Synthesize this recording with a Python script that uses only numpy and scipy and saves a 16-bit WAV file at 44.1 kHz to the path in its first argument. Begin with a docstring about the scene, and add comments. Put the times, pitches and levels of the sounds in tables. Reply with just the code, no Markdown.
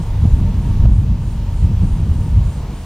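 """Wind rumbles and slaps on the microphone, almost burying a far-off light aircraft.
The wind's swirls push on the microphone; the aircraft's throttled-back engine throbs and hums.
An insect in the grass rasps about three times a second as tiny teeth set its wings ringing.
Behind it all, the camera's own motor whirs faintly over a soft hiss."""
import sys
import numpy as np
from scipy import signal
from scipy.fft import rfft, irfft, next_fast_len
from scipy.io import wavfile
from scipy.ndimage import uniform_filter1d, map_coordinates

SR = 44100
rng = np.random.default_rng(int(sys.argv[2]) if len(sys.argv) > 2 else 0)


def file_out(sig):
    """Save sig as 16-bit WAV at sys.argv[1]."""
    # one column per channel
    cols = np.atleast_2d(sig).T
    # limit, then scale
    lim = np.clip(cols, -1, 1)
    pcm = np.round(lim * 32767).astype(np.int16)
    wavfile.write(sys.argv[1], SR, pcm)


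N = 125685

# The tone colour of each noise. Each row: frequency in Hz, relative level in dB.
HISS_COLOUR = [(200, 4.5), (1000, -0.5), (2000, -3), (3000, -1.5), (4200, -5.5), (5300, -8), (7000, -8.5),
               (8600, -11.5), (10200, -13), (11500, -14), (15700, -15)]
RUSH_COLOUR = [(40, 5), (80, 12), (160, 3), (260, 6), (400, 2), (560, -1), (720, -2), (880, 1.5),
               (1100, -3), (1400, -11.5), (2000, -17), (4000, -40), (9000, -63)]
PUFF_COLOUR = [(100, -18), (300, 6), (600, 2), (1200, -9), (2000, -26), (3200, -20), (6000, -48),
               (15000, -36)]
RUMBLE_COLOUR = [(12, -35), (23, -6), (32, -1), (48, 0), (62, -1), (80, -2), (100, -3.5), (130, -13),
                 (190, -27), (260, -37), (350, -52), (600, -56), (1500, -105)]
FLUTTER_COLOUR = [(50, -51), (100, 2), (160, 0), (200, -4.5), (250, -12), (320, -20), (420, -28.5),
                  (700, -37), (1300, -43.5), (3000, -66), (8000, -97.5)]
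# How alike left and right are. Each row: frequency in Hz, likeness (1 means the same).
HISS_ALIKE = [(500, 0.97), (2500, 0.89), (5000, .52), (9000, .4), (13000, .15)]
RUSH_ALIKE = [(100, 1), (300, 1), (600, 0.97), (1000, 1), (3000, 0.67)]
# How each sound swells and fades. Each row: time in seconds, relative level in dB.
BACKGROUND_DIP = [(.855, 0.5), (.87, -2), (1.17, -2), (1.38, -0.5), (2.85, 0.26)]
RUSH_LEVEL = [(0, -36), (.2, -38), (.47, -38), (.85, -39), (1.1, -39.5), (1.4, -39.5), (2, -38),
              (2.4, -39.5), (2.65, -35.5), (2.85, -40)]
TONE_LEVEL = [(0, -11), (.08, 5), (.2, -7), (.3, 5.5), (.4, -4), (.48, 11.5), (.56, -11), (.67, 4),
              (.75, -4), (.83, 5.5), (.92, -1.5), (1.42, -1.5), (1.53, 2.5), (1.65, -2), (2.12, -9),
              (2.21, 4), (2.3, 1.5), (2.85, -11)]
RUMBLE_LEVEL = [(0.0, -25), (0.05, -19.5), (0.26, -11.5), (0.32, -12.5), (0.34, -8), (0.38, -19.5),
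                (0.41, -10.5), (0.56, -17.5), (0.59, -10.5), (0.64, -22.5), (0.66, -14), (0.79, -11.5),
                (0.81, -7.5), (0.99, -12), (1.02, -8), (1.08, -17), (1.11, -8.5), (1.16, -19.5),
                (1.55, -19), (1.64, -12), (1.75, -14), (1.79, -13), (1.9, -15), (1.94, -11.5),
                (1.97, -27.5), (1.99, -12), (2.06, -12.5), (2.12, -10.5), (2.14, -21.5), (2.2, -10.5),
                (2.25, -24), (2.38, -8), (2.49, -16.5), (2.52, -30), (2.57, -21), (2.85, -28.5)]
FLUTTER_LEVEL = [(0.0, -20.5), (0.04, -37.5), (0.23, -25), (0.25, -15.5), (0.32, -33), (0.38, -20),
                 (0.82, -23.5), (0.84, -17), (0.9, -20.5), (1.56, -30.5), (1.71, -19), (1.77, -32),
                 (1.83, -18), (1.94, -26.5), (2.04, -21.5), (2.85, -34.5)]
# The motor's whir. Each row: frequency in Hz, relative level in dB.
WHIR_COLOUR = [(1500, -4.5), (2500, 2), (3400, 0), (3900, 0.5), (4500, -3), (5100, -6.5), (5900, -0.5),
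               (6400, -7), (8000, -15)]
# Its standout overtones. Each row: multiple of the turning rate, level in dB.
WHINES = [(50, -68.5), (59, -69), (68, -69), (74, -72), (79, -72), (82, -72), (84, -67), (91, -71),
          (101, -73), (103, -72), (104, -73)]
# The insect's chirps. Each row: middle in seconds, level in dB, length in seconds.
CHIRPS = [(0, -55, .17), (0.321, -57, 0.19), (.66, -56.5, 0.13), (0.977, -52.5, 0.11), (1.29, -53.5, 0.16),
          (1.597, -52.5, 0.12), (1.904, -52.5, 0.18), (2.21, -54.5, 0.23), (2.52, -52, 0.15),
          (2.826, -54.5, 0.19)]
# Where its wings ring. Each row: frequency in Hz, width in Hz, relative level in dB.
WING_RINGS = [(7000, 520, -3), (8400, 750, -3), (9780, 820, -5)]
# The engine's tones. Each row: pitch in Hz, relative level in dB, rough width in Hz.
ENGINE_TONES = [(461, -55, 18), (588, -55, 8), (926, -50.5, 13), (1765, -66, 14)]
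# Slaps of air. Each row: middle in seconds, push in dB, half the push's length in seconds, puff in dB.
SLAPS = [(0.255, -6.5, 0.0014, -26), (0.339, -3, 0.0045, -52), (0.802, 0.5, 0.0033, -51),
         (.857, -3, 0.0024, -21.5), (1.65, -0.5, 0.0027, -36), (2.115, -1, 0.0043, -54)]


def amp(db):
    """Turn decibels into a gain."""
    return 10 ** (np.asarray(db) / 20)


def unit(x):
    """Scale to an average strength (rms) of 1."""
    return x / np.sqrt(np.mean(x ** 2) + 1e-20)


def seconds():
    """The time of every sample."""
    return np.arange(N) / SR


def along(points, hz):
    """Read between (Hz, value) rows on a pitch-like (log) scale."""
    freqs, values = np.transpose(points)
    return np.interp(np.log(hz + 1), np.log(freqs + 1), values)


def curve(rows):
    """One value per sample from (seconds, value) rows."""
    return np.interp(seconds(), *np.transpose(rows))


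def wobble(rate):
    """A smooth curve through `rate` random values a second."""
    return map_coordinates(rng.standard_normal(512), [seconds() * rate + 2], mode="wrap")


def filtered(x, response):
    """Multiply each frequency in x by response(hz)."""
    size = next_fast_len(N + 8192)
    return irfft(rfft(x, size) * response(np.fft.rfftfreq(size, 1 / SR)), size)[..., :N]


def noise(colour):
    """One channel of noise with the given tone colour."""
    return unit(filtered(rng.standard_normal(N), lambda hz: amp(along(colour, hz))))


def spread(pair, alike):
    """Mix two unrelated signals into left and right with the given likeness."""
    turn = lambda hz: np.arccos(np.clip(along(alike, hz), -1, 1)) / 2
    mid, side = filtered(pair, lambda hz: np.array([np.cos(turn(hz)), np.sin(turn(hz))]))
    return unit(np.array([mid + side, mid - side]))


def patchy(x, depth_db):
    """Let narrow frequency bands swell and fade on their own."""
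    bands = signal.stft(x, nperseg=512)[2]
    patches = uniform_filter1d(rng.standard_normal(bands.shape[1:]), size=3, axis=0)
    patches = uniform_filter1d(patches, size=14, axis=1)
    return signal.istft(bands * amp(depth_db * unit(patches)), nperseg=512)[1][:, :N]


def hiss(level_db=-45.5):
    """The open air and the microphone hiss softly, wider in the treble."""
    pair = patchy(np.array([noise(HISS_COLOUR), noise(HISS_COLOUR)]), depth_db=1.2)
    return amp(level_db) * spread(pair, HISS_ALIKE)


def camera_motor(turn_hz=57.42):
    """A spinning motor whirs at high multiples of its turning rate; a few stand out."""
    multiples = np.arange(26, 140)
    count = len(multiples)
    whir = amp(along(WHIR_COLOUR, multiples * turn_hz) + 2.3 * rng.standard_normal(count))
    gains = amp(-55) * whir / np.linalg.norm(whir)
    for multiple, db in WHINES:
        gains[multiples == multiple] = amp(db)
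    phases = rng.uniform(0, 2 * np.pi, count) + .45 * rng.standard_normal((2, count))
    # Build the sound of one turn, then repeat it as the shaft spins.
    angle = np.linspace(0, 2 * np.pi, 4096)
    one_turn = np.sqrt(2) * gains @ np.sin(multiples[:, None] * angle + phases[..., None])
    shaft = (2 * np.pi * turn_hz * seconds() + 0.0064 * wobble(6.23)) % (2 * np.pi)
    return np.array([np.interp(shaft, angle, side) for side in one_turn])


def insect(strikes_per_s=18000, alike=0.76):
    """Each chirp is a swell of tiny tooth strikes that make the wings ring."""
    strikes = (rng.random((2, N)) < strikes_per_s / SR) * rng.standard_normal((2, N))
    ring = lambda f: sum(amp(db) / (1 + (2 * (f - hz) / width) ** 4) ** .5
                         for hz, width, db in WING_RINGS)
    rasp = patchy(filtered(strikes, ring), depth_db=2.5)
    swell = sum(amp(db) * np.exp(-np.abs(2 * (seconds() - middle) / length) ** 3 / 2)
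                for middle, db, length in CHIRPS)
    return swell * spread(rasp, [(8000, alike)])


def aircraft(firing_hz=45.35, throb_depth=0.17, flicker_db=2.5):
    """Exhaust and propeller rush throb as the engine fires; moving air makes its tones waver."""
    t = seconds()
    throb = 1 + throb_depth * np.cos(2 * np.pi * firing_hz * t + 2.05 * wobble(5.3))
    air = spread(np.array([noise(RUSH_COLOUR), noise(RUSH_COLOUR)]), RUSH_ALIKE)
    rush = amp(curve(RUSH_LEVEL) + 0.3 * wobble(10.84)) * unit(throb * air)
    tones = np.zeros(N)
    for hz, db, width in ENGINE_TONES:
        flicker = amp(flicker_db * wobble(39.87))
        tone = np.sin(2 * np.pi * hz * t + 1.52 * wobble(2 * width))
        tones += amp(db) * unit(flicker * tone)
    return rush + amp(curve(TONE_LEVEL)) * tones


def slaps(puff_fade_s=.0025):
    """A tight swirl of air crosses the microphone: one low push and a short puff."""
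    out, air = np.zeros(N), noise(PUFF_COLOUR)
    for middle, push_db, half_length, puff_db in SLAPS:
        t = seconds() - middle
        squared = (t / half_length) ** 2
        push = amp(push_db) * (squared - 1) * np.exp(-squared / 2)
        puff = amp(puff_db) * np.exp(-np.abs(t) / puff_fade_s) * air
        out += push + puff
    return out


def wind(even_s=0.041, even_share=0.52):
    """Swirls of air push on the microphone: a deep, gusty rumble and a higher flutter."""
    swirls = noise(RUMBLE_COLOUR)
    # Partly even out the random swells so the rumble follows its level curve.
    power = np.abs(uniform_filter1d(np.abs(signal.hilbert(swirls)) ** 2, int(even_s * SR)))
    both_sides = unit(swirls / (power + 1e-9) ** (even_share / 2))
    each_side = amp(-45) * np.array([noise(RUMBLE_COLOUR), noise(RUMBLE_COLOUR)])
    rumble = amp(curve(RUMBLE_LEVEL) + 0.08) * (both_sides + each_side)
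    flutter = amp(curve(FLUTTER_LEVEL) + 1.5 + 0.96 * wobble(22.82)) * noise(FLUTTER_COLOUR)
    return rumble + flutter


def overload(x):
    """Round off the wind's strongest pushes so they stay between -1 and 1."""
    return x / (1 + np.abs(x) ** 6) ** (1 / 6)


def scene():
    """Wind in front; everything behind it dips briefly after the hardest slap."""
    background = aircraft() + insect() + camera_motor() + hiss()
    return overload(wind() + slaps()) + amp(curve(BACKGROUND_DIP)) * background


def record(dry, top_hz=15800, lag_s=.000022):
    """Cut the highest treble and put the right channel a hair behind the left."""
    sides = np.array([[1], [-1]])
    return filtered(dry, lambda hz: (hz < top_hz) * np.exp(np.pi * 1j * hz * lag_s * sides))


dry = scene()
out = record(dry)
file_out(out)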